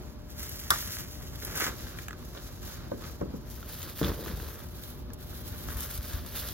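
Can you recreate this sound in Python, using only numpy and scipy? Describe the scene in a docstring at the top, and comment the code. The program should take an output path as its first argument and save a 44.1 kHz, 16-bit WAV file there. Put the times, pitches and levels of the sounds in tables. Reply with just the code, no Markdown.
"""Outdoors beside a wall, someone picks up an empty cardboard box and a bundle of plastic wrap and tosses the
box into a steel dumpster. Clumped clicks and bursts crinkle the plastic throughout and scrape the board; the
packing cracks once. The box knocks hollowly as it is carried, lands with a thud and slides in: bending panel
tones over dying box modes. The bin booms in low modes when bumped, and filtered noise makes distant traffic
over a faint hum. Each source sits in a stereo image whose phase shifts with its place."""
import sys
import numpy as np
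from scipy import signal
from scipy.fft import rfft, irfft
from scipy.io import wavfile

SR = 44100
rng = np.random.default_rng(int(sys.argv[2]) if len(sys.argv) > 2 else 0)


def store_wav(level_fs):
    """Save 16-bit WAV to argv[1]."""
    pcm = np.round(np.clip(np.atleast_2d(level_fs), -1, 1) * 32767)
    wavfile.write(sys.argv[1], SR, pcm.T.astype(np.int16))


N = 287973
TIME = np.arange(N) / SR
FREQS = np.fft.rfftfreq(N, 1 / SR)
EDGE_HZ, LOW_CUT_HZ = 15950, 44  # top and bottom of what the microphones pass on

# The box leaves the ground. A pair: start and end in seconds.
LIFT_OFF = (1.667, 1.708)

# Each grab, tug or step that squeezes the plastic.
# Each row: start in seconds, length in seconds, relative level in dB.
SQUEEZES = [(-.06, 0.14, -54), (.27, 0.12, -50), (.35, 0.1, -38), (.47, 0.37, -41.5), (.69, 0.12, -33),
            (.83, 0.17, -36), (1.04, 0.45, -46.5), (1.37, 0.16, -42.5), (1.54, 0.091, -30.5),
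            (1.72, .17, -44), (1.93, 0.1, -45), (2.15, 0.32, -50.5), (2.32, 0.34, -49), (2.6, 0.15, -43),
            (2.8, 0.24, -53.5), (2.95, 0.21, -50), (3.31, 0.054, -57), (3.44, 0.34, -50.5),
            (3.66, .24, -41), (3.94, 0.13, -36), (4.08, 0.43, -42.5), (4.17, 0.047, -39.5),
            (4.51, 0.22, -50.5), (4.72, .19, -45), (4.95, 0.039, -52.5), (5.17, 0.06, -45),
            (5.25, 0.16, -43.5), (5.42, 0.31, -43), (5.64, 0.11, -44), (5.75, 0.093, -36.5),
            (5.87, 0.089, -39), (5.99, 0.18, -39.5), (6.23, 0.099, -41.5), (6.32, 0.11, -33.5),
            (6.43, 0.073, -38)]
REST_DB = -60  # the bundle keeps settling between squeezes; same scale as SQUEEZES


def hands():
    """The movements of the hands as one gain, which drives both plastic and board."""
    return np.hypot(strokes(SQUEEZES), amp(REST_DB))


# Thick wrap in the box. Each row: frequency in Hz, relative density in dB per Hz.
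WRAP_COLOUR = [(300, -36), (1500, -10), (2600, -6), (3600, -1), (5200, .5), (7200, .5), (9000, 0),
               (11000, .5), (13500, -1.5), (15700, -5)]
# The thin bag. Each row: frequency in Hz, relative density in dB per Hz.
BAG_COLOUR = [(300, -36), (1500, -10), (2500, -8), (3600, -1.5), (5000, -3.5), (6800, -5), (9000, .5),
              (11000, 0), (13500, -.5), (15700, -4)]
# The walk to the bin, after which the bag is heard more than the wrap. A pair: start and end in seconds.
ARRIVAL = (3.4, 3.74)
# The loudest folds of plastic snapping through.
# Each row: start in seconds, relative level of the bright snap in dB, of the duller crunch in dB.
SNAPS = [(0.303, -42, -58), (0.3945, -33, -52), (.43, -33, -43), (0.493, -32, -42), (0.599, -34, -46),
         (.8764, -33, -38), (0.938, -40, -45), (1.2737, -54, -39), (1.357, -39, -39), (1.4493, -28, -48),
         (1.556, -30, -47), (1.573, -28, -44), (1.5998, -26, -43), (2.083, -42.5, -54), (2.65, -42, -52),
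         (3.818, -43, -33), (3.829, -34, -35), (4.045, -43, -45), (4.769, -45, -54), (4.836, -41, -35),
         (5.134, -35, -53), (5.7688, -37, -48), (5.8063, -31, -44), (5.835, -40, -35), (5.902, -48, -40),
         (5.9106, -38, -48), (5.9763, -35, -39), (6.045, -46, -45), (6.1334, -38, -33.5),
         (6.2625, -38, -46), (6.3599, -32, -46), (6.4863, -31, -31)]
SNAP_T60_S = 0.027
# A taut fold, brighter than the crinkle. Each row: frequency in Hz, relative density in dB per Hz.
SNAP_COLOUR = [(300, -46), (1500, -21), (3600, -6.5), (6500, -3), (9000, 5), (12000, 3), (15700, -7)]
# The thicker layers under a fold. Each row: frequency in Hz, relative density in dB per Hz.
CRUNCH_COLOUR = [(300, -16), (1200, -3), (2400, -4), (3600, 6), (5200, -5), (7000, 3), (10000, -25),
                 (15700, -28)]


def plastic(squeeze):
    """Countless small folds buckle, first in the wrap, then in the bag; larger ones crackle, a few snap."""
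    small = grains(per_s=7000, spread_db=-1.0, clump_db=1.75, clumps_per_s=35)
    large = grains(per_s=300, spread_db=0.0, clump_db=2.0, clumps_per_s=27)
    folds = small + amp(-11.5) * large
    wrap, bag = passing(ARRIVAL)
    band = (7000, 15500)  # both materials are levelled here, in Hz
    coloured = wrap * tint(folds, WRAP_COLOUR, band) + bag * tint(folds, BAG_COLOUR, band)
    crinkle = amp(-6.5) * squeeze * coloured
    bright = bursts([(s, db, SNAP_T60_S) for s, db, _ in SNAPS])
    dull = bursts([(s, db, SNAP_T60_S) for s, _, db in SNAPS])
    snaps = amp(-1.0) * tint(bright, SNAP_COLOUR)
    crunches = amp(-6.0) * tint(dull, CRUNCH_COLOUR)
    return yard(crinkle + snaps + crunches, wet_db=-9.5, t60_low=0.33, t60_high=0.055)


# Blows on the empty box as it bumps off the ground, is jostled, lands and tumbles.
# Each row: start in seconds, relative level in dB, settled pitch of the struck panel in Hz, T60 in seconds.
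KNOCKS = [(1.613, -29, 810, 0.015), (1.621, -25.5, 290, .035), (1.682, -29, 434, 0.024),
          (2.364, -32.5, 534, .03), (2.918, -14.5, 484, 0.022), (2.9213, -26, 289, 0.029),
          (2.94, -35, 393, .07), (3.211, -24, 620, 0.01), (3.2148, -12.5, 362, 0.019),
          (3.2215, -22.5, 192, .05), (3.254, -32, 255, 0.076), (3.3375, -37, 560, 0.013),
          (3.3388, -25.5, 265, .035), (3.3458, -26, 180, 0.031), (3.3578, -37, 234, .06),
          (4.0147, -11, 290, 0.019), (4.022, -26, 191, .03), (4.0281, -15, 150, 0.021),
          (4.029, -34, 427, .03), (4.041, -20.5, 105, 0.052), (4.052, -27.5, 287, 0.13),
          (4.074, -32, 473, .06), (4.112, -30, 365, 0.033), (4.191, -26, 376, .018),
          (4.205, -29.5, 270, .035), (4.226, -32, 420, 0.035), (4.2371, -28, 364, .018),
          (4.2671, -25, 340, 0.021), (4.279, -30, 430, 0.015), (4.2992, -27, 170, 0.041)]
# Modes of the whole box, before their scatter.
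# Each row: frequency in Hz, relative level in dB, T60 in seconds.
BOX_MODES = [(150, -9.5, 0.1), (231.4, -9, 0.25), (277.5, -7.5, .17), (355, -5.5, 0.13), (456, -7, .11),
             (534, -6.5, 0.071), (750, -10, 0.024), (990, -16, 0.014), (1460, -15, .021)]
# The hollow box shuddering or fluttering. Each row: frequency in Hz, relative density in dB per Hz.
HOLLOW_COLOUR = [(60, -5.5), (150, 1), (280, -6), (480, -3), (700, -16.5), (1000, -13.5), (1500, -19),
                 (4000, -52)]


def knocks():
    """Each blow flaps one panel and stirs the modes of the whole box, which shift as it is dented."""
    out = np.zeros((2, N))
    for s, db, hz, t60 in KNOCKS:
        panel = flap(hz, t60, contact_s=0.0021)
        whole = ring(BOX_MODES, contact_s=0.00055, scatter=0.064)
        add(out, s, amp(db) * (panel + amp(-13.5) * whole))
    flutter = amp(-18) * tint(bursts([(s, db, .09) for s, db, _, _ in KNOCKS]), HOLLOW_COLOUR)
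    return yard(out + flutter, wet_db=-11, t60_low=.42, t60_high=.2)


BEND, BEND_S = 0.26, 0.0036  # a struck panel starts sharp by this share and relaxes with this time constant


def flap(hz, t60, contact_s):
    """A dented panel swings back, its pitch sagging as it relaxes; two parts a quarter cycle apart."""
    t = TIME[:SR]
    turns = np.cumsum(hz * (1 + BEND * np.exp(-t / BEND_S))) / SR
    envelope = amp(-60 * t / t60) * (1 - np.exp(-(t / contact_s) ** 2))
    z = envelope * np.exp(2j * np.pi * turns)
    return np.array([z.imag, z.real])


# Harder scrapes of the board on the ground, the rubbish and the rim.
# Each row: start in seconds, length in seconds, relative level in dB.
SCRAPES = [(.7, 0.043, -42.5), (1.41, 0.1, -49), (1.51, 0.1, -45), (1.57, 0.06, -37.5), (1.76, 0.23, -54.5),
           (2.32, 0.037, -52), (2.62, 0.25, -56), (2.98, 0.093, -52), (4.015, 0.06, -43),
           (4.255, 0.04, -47), (4.53, 0.068, -54.5), (5.55, 0.1, -55.5), (6.09, .031, -47)]
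# Board on asphalt. Each row: frequency in Hz, relative density in dB per Hz.
ASPHALT_COLOUR = [(100, -25), (500, -9), (800, -6), (1150, -3.5), (1600, 1), (2100, -3), (2700, -7.5),
                  (4000, -9), (6500, -7), (11000, -14), (16000, -28)]
# Board on cloth and other board. Each row: frequency in Hz, relative density in dB per Hz.
CLOTH_COLOUR = [(100, -27.5), (500, 2.5), (800, -3.5), (1150, 1.5), (1600, 1.5), (2200, -6), (2700, -8.5),
                (3700, -5.5), (6500, -13), (11000, -90), (16000, -35)]
# The box shuddering as it is dragged, then as it slides into the bin: one level curve for each.
# Each row of a curve: time in seconds, relative level in dB.
SLIDES = [
    [(1.35, -55), (1.58, -45.5), (1.64, -54), (1.685, -45), (1.8, -67)],
    [(4.08, -36), (4.15, -49), (4.2, -47), (4.27, -44.5), (4.34, -50.5), (4.43, -53), (4.49, -55),
     (4.6, -59), (4.7, -82)],
]
# A stiff edge of the board snapping. 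Each row: frequency in Hz, relative density in dB per Hz.
EDGE_COLOUR = [(500, 9.5), (2000, -13.5), (3600, 5.5), (5000, -8), (7500, -30), (16000, -35)]
# The box also rubs on sleeves and wrap: relative rub level in dB at a typical squeeze in dB,
# and dB of rub per dB of squeeze.
BRUSH_DB, TYPICAL_DB, BRUSH_FOLLOWS = -55, -41, 0.81


def cardboard(squeeze):
    """Rough board slips finely and catches coarsely, its creases tap, and the sliding box shudders."""
    fine = grains(per_s=3000, spread_db=0.5, clump_db=2.0, clumps_per_s=14.0)
    coarse = grains(per_s=260, spread_db=2, clump_db=2, clumps_per_s=30)
    slips = unit(fine + .7 * coarse)
    ground, lifted = passing(LIFT_OFF)
    band = (1000, 2200)  # both surfaces are levelled here, in Hz
    brush = amp(BRUSH_DB) * (squeeze / amp(TYPICAL_DB)) ** BRUSH_FOLLOWS
    friction = np.hypot(brush, strokes(SCRAPES))
    coloured = ground * tint(slips, ASPHALT_COLOUR, band) + lifted * tint(slips, CLOTH_COLOUR, band)
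    rub = amp(-1.5) * friction * coloured
    taps = amp(-4.5) * creases()
    edges = amp(-2.5) * tint(bursts([(s, db, t60) for s, _, db, t60, _ in TAPS]), EDGE_COLOUR)
    drag = sum(level(rows) * (TIME > rows[0][0]) * (TIME < rows[-1][0]) for rows in SLIDES)
    judder = grains(per_s=900, spread_db=4.0, clump_db=2.0, clumps_per_s=19)
    shudder = amp(-1.5) * drag * tint(judder, HOLLOW_COLOUR, (170, 600))
    return yard(rub + taps + edges + shudder, wet_db=-10, t60_low=0.26, t60_high=0.3)


# Creases of the board tapping and their stiff edges snapping. Each row: start in seconds, relative level
# of the tap in dB, of the edge in dB, T60 of rasp and edge in seconds, pitch of the tap in Hz.
TAPS = [(1.4222, -32.5, -55, .04, 1750), (1.4328, -44, -35, 0.019, 1660), (1.4774, -32, -58, .025, 1480),
        (1.501, -36, -60, .02, 1530), (1.5266, -32.5, -58, 0.024, 1420), (1.5612, -28, -56, .029, 1470),
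        (1.574, -31, -33, 0.035, 1270), (1.601, -28, -41, 0.088, 1460), (1.613, -22, -35, 0.059, 1580),
        (1.637, -29, -42, .05, 1770), (1.6655, -18.5, -40, 0.036, 1530), (1.684, -35, -51, 0.031, 1630),
        (1.987, -27.5, -47, 0.031, 1840), (2.083, -23, -37, 0.019, 1580), (2.108, -29, -40, 0.019, 1550),
        (2.1298, -33, -46, .025, 1370), (2.226, -36.5, -58, 0.014, 1150), (2.349, -39, -44, 0.056, 1200),
        (2.3734, -47, -34.5, .032, 1360), (2.9132, -39, -49, .03, 930), (3.095, -44, -58, .03, 1220),
        (3.2109, -36, -50, 0.017, 1260), (3.628, -37, -46, 0.031, 1290), (4.0126, -30, -46, .016, 1170),
        (4.03, -26, -29, 0.04, 1430), (4.0386, -27.5, -31, 0.026, 1270), (4.0452, -40, -23.5, 0.028, 1270),
        (4.117, -35.5, -50, 0.026, 1110), (4.2604, -34, -40, 0.046, 1420), (4.279, -31.5, -48, 0.045, 1600),
        (4.4, -33, -56, 0.027, 1460), (4.4846, -35, -52, 0.02, 1090), (4.5568, -41, -52, .025, 1310),
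        (4.619, -42, -58, .03, 1390), (5.1034, -39.5, -53, 0.022, 1330), (5.6864, -27.5, -50, 0.017, 1550)]
# A crease of pitch TAP_HZ, before it shifts with the pitch.
# Each row: frequency in Hz, relative density in dB per Hz.
TAP_COLOUR = [(150, -7.5), (600, -5.5), (900, -6.5), (1250, 1), (1550, 3.5), (1900, -1), (2350, -10),
              (2900, -8.5), (4000, -24), (7000, -9), (11000, -30), (16000, -21)]
TAP_HZ = 1504
POP_DB, POP_T60_S, POP_DELAY_S = 5, 0.0085, 0.00099  # the fold flips over just after it starts to give


def creases():
    """Each crease of the board pops and rasps at its own pitch: the shorter the fold, the higher."""
    out = np.zeros((2, N))
    for s, db, _, t60, pitch in TAPS:
        shifted = [(hz * pitch / TAP_HZ, gain) for hz, gain in TAP_COLOUR]
        rasp = tint(burst(db, t60), shifted)
        add(out, s, amp(-1.5) * rasp)
        pop = ring([(pitch, db + POP_DB, POP_T60_S)], contact_s=0.00055)
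        add(out, s + POP_DELAY_S, pop)
    return out


CRACK_S = 0.7046  # start of the one sharp crack
# The spray of the crack. Each row: frequency in Hz, relative density in dB per Hz.
SPRAY_COLOUR = [(100, -35), (400, -20), (800, -21), (1200, -1), (1800, -3), (2450, -14), (3400, 1),
                (4400, -5), (5300, 2.5), (6400, -5), (8700, .5), (10500, -3), (12500, -11), (15500, -8)]
# Its papery ring, before scatter. Each row: frequency in Hz, relative level in dB, T60 in seconds.
CRACK_MODES = [(1030, -16, .06), (1206, 0, .04), (1360, -1, .035), (1556, -4, .045), (1830, -4, .04)]
# The ring direct, then off the ground and the bin. Each row: delay in seconds, relative level in dB.
CRACK_PATHS = [(0, -14.5), (.0085, -18), (.019, -28), (.029, -30)]
# The board buzzing afterwards. Each row: frequency in Hz, relative density in dB per Hz.
RATTLE_COLOUR = [(100, -32), (450, -7), (780, -18), (1100, -5), (1300, -1), (1850, -11), (2400, -31),
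                 (6000, -42)]


def crack():
    """A spray of treble, a short papery ring slapping back from ground and bin, and a dying rattle."""
    spray = tint(bursts([(CRACK_S, -11.3, .03)]), SPRAY_COLOUR)
    body = tint(bursts([(CRACK_S + 0.00498, -30, .16)]), RATTLE_COLOUR)
    for delay_s, db in CRACK_PATHS:
        papery = ring(CRACK_MODES, contact_s=0.00048, scatter=.008)
        add(body, CRACK_S + delay_s, amp(db) * papery)
    return yard(spray + body, wet_db=-11, t60_low=.28, t60_high=.28)


# Blows that reach the steel walls of the bin. Each row: start in seconds, relative level in dB.
BOOMS = [(4.04, -25), (4.054, -30), (4.089, -24.5), (4.332, -26), (4.411, -30), (4.649, -36),
         (5.512, -28.5), (5.66, -28.5), (5.754, -27), (5.983, -25), (6.138, -21.5)]
# Modes of the bin. Each row: frequency in Hz, relative level in dB, T60 in seconds.
BIN_MODES = [(55.4, -6, 0.29), (66.3, 3, 0.17), (82.5, 2, 0.15), (106.6, 1.5, 0.048), (147, -34, 0.093),
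             (272, -24.5, 0.18), (345, -24, 0.049)]


def dumpster():
    """The big steel panels boom, damped by the rubbish inside."""
    out = np.zeros((2, N))
    for s, db in BOOMS:
        add(out, s, amp(db) * ring(BIN_MODES, contact_s=0.01))
    return out


# Far traffic. Each row: frequency in Hz, relative density in dB per Hz.
TRAFFIC_COLOUR = [(12, -45), (20, -7.5), (60, 2.5), (93, -2), (234, -12.5), (367, -15.5), (422, -18),
                  (607, -23), (897, -24.5), (1190, -27.5), (2020, -37.5), (2600, -37.5), (4810, -36.5),
                  (9140, -57), (16000, -77)]
TRAFFIC_DB = -43.5  # middle level between 40 and 140 Hz
# Machinery in the building. Each row: frequency in Hz, middle rms level in dB.
HUM = [(240, -60), (360, -61.5), (600, -63.5)]


def street():
    """Lumpy far traffic and a faint hum that wavers in level and phase."""
    noise = tint(rng.standard_normal((2, N)), TRAFFIC_COLOUR, (40, 140), size=16384)
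    roar = noise * amp(TRAFFIC_DB + 1.3 * drift(12.0))
    hum = 0
    for hz, db in HUM:
        phase = 2 * np.pi * hz * TIME + .5 * drift(3.5)
        hum = hum + amp(db + 2 * drift(0.6)) * np.exp(1j * phase)
    return roar + np.sqrt(2) * np.array([hum.imag, hum.real])


# In the stereo image, a source on the ground. # Each row: frequency in Hz, phase lead of the left in radians,
# likeness of the two channels from 0 to 1.
GROUND = [(100, 0, .86), (500, -.9, .8), (900, -1.5, .45), (1400, -.55, .9), (2000, -.85, .85),
          (2600, -1.7, .7), (3300, -2.3, .72), (4000, -3.1, .97), (4700, -3.2, .96), (5400, -3.6, .76),
          (6600, -4.5, .72), (7600, -3.8, .75), (8100, -3.15, .99), (9800, -3.13, .99), (10500, -2.4, .77),
          (11500, -1.6, .7), (13200, -.1, .95), (16000, .1, .93)]
# A source held beside the bin. Each row: Hz, phase lead of the left in radians, likeness 0 to 1.
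BESIDE = [(100, 0, .86), (500, -1.1, .7), (900, -1.6, .26), (1400, -.4, .88), (2500, -1.5, .6),
          (4000, -2.6, .45), (5200, -3.7, .42), (6600, -4.6, .5), (7600, -3.6, .75), (8100, -3.15, .99),
          (9800, -3.13, .99), (10500, -2.5, .77), (11500, -1.6, .66), (13200, -.1, .96), (16000, .1, .9)]
# A source at the bin. Each row: Hz, phase lead of the left in radians, likeness 0 to 1.
AHEAD = [(100, .3, .8), (500, .2, .88), (900, .1, .45), (1400, 0, .92), (2500, 0, .75), (3300, 0, .82),
         (4500, .4, .55), (5300, 1.2, .45), (6800, 2.4, .52), (7700, 3.14, .995), (9900, 3.14, .995),
         (11500, 4.7, .65), (13200, 6.2, .94), (16000, 6.3, .95)]
# The load goes over the rim, the person steps back, then leans in with the bag.
# Each row: time in seconds, place from 0 beside the bin to 1 at its rim.
AT_RIM = [(3.3, 0), (3.7, 0.96), (4.0, 1), (4.45, 1), (4.72, 0), (5.6, 0), (6.0, 0.94), (6.3, 1)]


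def carried(x):
    """The sound moves with the load: up from the ground, then between the side of the bin and its rim."""
    down, held = passing(LIFT_OFF)
    turn = np.pi / 2 * np.clip(np.interp(TIME, *np.transpose(AT_RIM)), 0, 1)
    low = ports(x * down, GROUND)
    side = ports(x * held * np.cos(turn), BESIDE)
    rim = ports(x * np.sin(turn), AHEAD)
    return low + side + rim


def ports(x, place):
    """Two unrelated versions of a sound become two phase-shifted, partly alike channels."""
    a, b = rfft(x)
    phase = read(place, FREQS)
    same = np.clip(read(place, FREQS, axis=2), 0, 1)
    right = (same * a + np.sqrt(1 - same ** 2) * b) * np.exp(-1j * phase)
    return irfft(np.array([a, right]), N)


def yard(x, wet_db, t60_low, t60_high):
    """Adds scattered echoes off the wall, ground and bin; the treble dies at its own rate."""
    sparse = rng.random((2, SR)) < 3000 / SR
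    taps = rng.standard_normal((2, SR)) * sparse * (TIME[:SR] > .006)
    hz, t, z = signal.stft(taps, SR, nperseg=256)
    t60 = read([(200, t60_low), (8000, t60_high)], hz)[:, None]
    tail = signal.istft(z * amp(-60 * t / t60) / np.sqrt(t60), SR, nperseg=256)[1]
    echoes = signal.fftconvolve(x, tail / np.linalg.norm(tail[0]), axes=1)[:, :N]
    return x + amp(wet_db) * echoes


ATTACK_S, RELEASE_DB_PER_S = 0.044, 159  # every stroke of the hands builds up, holds, then relaxes


def strokes(rows):
    """Gain of overlapping strokes with attack, hold and release, for rows of (s, length s, dB)."""
    power = np.zeros(N)
    for s, length, db in rows:
        t = TIME - s
        attack = np.clip(t / ATTACK_S, 0, 1)
        release_db = RELEASE_DB_PER_S * np.clip(t - length, 0, 1)
        power += (attack * amp(db - release_db)) ** 2
    return np.sqrt(power)


def passing(span):
    """Gains of equal total power that hand over from one state to the next during the span."""
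    turn = np.pi / 2 * np.interp(TIME, span, [0, 1])
    return np.cos(turn), np.sin(turn)


def grains(per_s, spread_db, clump_db, clumps_per_s):
    """Tiny clicks of unequal size that come in clumps, in two unrelated versions."""
    size = amp(spread_db * np.minimum(rng.exponential(1, N), 4))
    size = size * (rng.random(N) < per_s / SR)
    clumps = amp(clump_db * drift(clumps_per_s))
    return unit(size * clumps * rng.standard_normal((2, N)))


CLICK_DB = 8.5  # a fold gives way with one click, this far above the burst that follows


def burst(db, t60):
    """A click, in the first version only, and noise that dies away after it."""
    t = TIME[:SR // 4]
    noise = amp(db - 60 * t / t60) * rng.standard_normal((2, len(t)))
    return noise + amp(db + CLICK_DB) * np.outer([1, 0], t == 0)


def bursts(rows):
    """Bursts laid out in time, for rows of (s, dB, t60 s)."""
    out = np.zeros((2, N))
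    for s, db, t60 in rows:
        add(out, s, burst(db, t60))
    return out


def ring(modes, contact_s, scatter=0):
    """Dying modes after a soft contact, as two parts a quarter cycle apart."""
    t = TIME[:SR]
    z = 0
    for hz, db, t60 in modes:
        pitch = hz * (1 + scatter * rng.standard_normal())
        z = z + amp(db - 60 * t / t60) * np.exp(2j * np.pi * pitch * t)
    z = z * (1 - np.exp(-(t / contact_s) ** 2))
    return np.array([z.imag, z.real])


def tint(x, spectrum, band=None, size=4096):
    """Causal colour; white noise comes out with unit power in the band, or overall."""
    hz = abs(np.fft.fftfreq(size, 1 / SR))
    gain = amp(np.maximum(read(spectrum, hz), -100))
    lo, hi = band or (0, EDGE_HZ)
    gain = gain / np.sqrt(np.mean(gain ** 2 * (hz >= lo) * (hz <= hi)))
    minimum_phase = np.exp(np.conj(signal.hilbert(np.log(gain))))
    taps = np.fft.ifft(minimum_phase).real
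    return signal.oaconvolve(x, taps[None, :size // 2], axes=1)[:, :N]


def drift(per_s):
    """Slow chance of rms 1."""
    return unit(irfft(rfft(rng.standard_normal(N)) / (1 + (FREQS / per_s) ** 4), N))


def level(rows):
    """A dB curve as a gain for every sample."""
    s, db = np.transpose(rows)
    return amp(np.interp(TIME, s, db))


def read(points, hz, axis=1):
    """One column of a table over log frequency."""
    table = np.array(points, float)
    return np.interp(np.log(hz + 1), np.log(table[:, 0] + 1), table[:, axis])


def add(mix, s, sound):
    """Lays a two-channel sound into the mix at time s."""
    start = max(round(s * SR), 0)
    part = mix[:, start:][:, :sound.shape[1]]
    part += sound[:, :part.shape[1]]


def amp(db):
    """Decibels to gain."""
    return 10 ** (np.asarray(db) / 20)


def unit(x):
    """Scales to rms 1."""
    return x / np.sqrt(np.mean(x ** 2) + 1e-20)


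# In the stereo image, the crack low down by the box. # Each row: frequency in Hz, phase lead of the left in
# radians, likeness of the two channels from 0 to 1.
LOW_DOWN = [(100, 0, .86), (600, -1.5, .6), (1300, -.9, .9), (2400, -2.2, .7), (3500, -4.5, .8),
            (5300, -6.1, .8), (6600, -5.3, .6), (8200, -3.4, .95), (9800, -2.9, .95), (12200, -.2, .85),
            (16000, .3, .85)]
# The street all around. Each row: Hz, phase lead of the left in radians, likeness 0 to 1.
AMBIENT = [(60, 0, .78), (300, 0, .75), (600, -.3, .5), (900, -1, .2), (1500, -.3, .4), (4000, -3, .5),
           (8000, -3.14, .98), (9800, -3.14, .98), (13000, 0, .9)]


def scene():
    """All sources at their places; one squeeze of the hands drives both plastic and board."""
    squeeze = hands()
    handled = carried(plastic(squeeze) + knocks() + cardboard(squeeze))
    return handled + ports(crack(), LOW_DOWN) + ports(dumpster(), AHEAD) + ports(street(), AMBIENT)


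# The two channels differ in colour. Each row: frequency in Hz, left minus right in dB.
LEAN = [(60, .5), (130, 2.6), (250, 2.2), (500, -1), (1200, -2), (2400, -.8), (4400, -1.1), (7500, 0)]


def record(dry):
    """The two channels differ a little in colour and shed the deepest bass; then the band limit."""
    low_cut = 1 / np.sqrt(1 + (LOW_CUT_HZ / (FREQS + 1)) ** 8)
    lean = amp(np.outer([.5, -.5], read(LEAN, FREQS)))
    heard = irfft(rfft(dry) * low_cut * lean, N)
    band_limit = signal.firwin(511, EDGE_HZ, window=("kaiser", 9), fs=SR)
    return signal.oaconvolve(heard, band_limit[None], "same")


dry = scene()
out = record(dry)
store_wav(out)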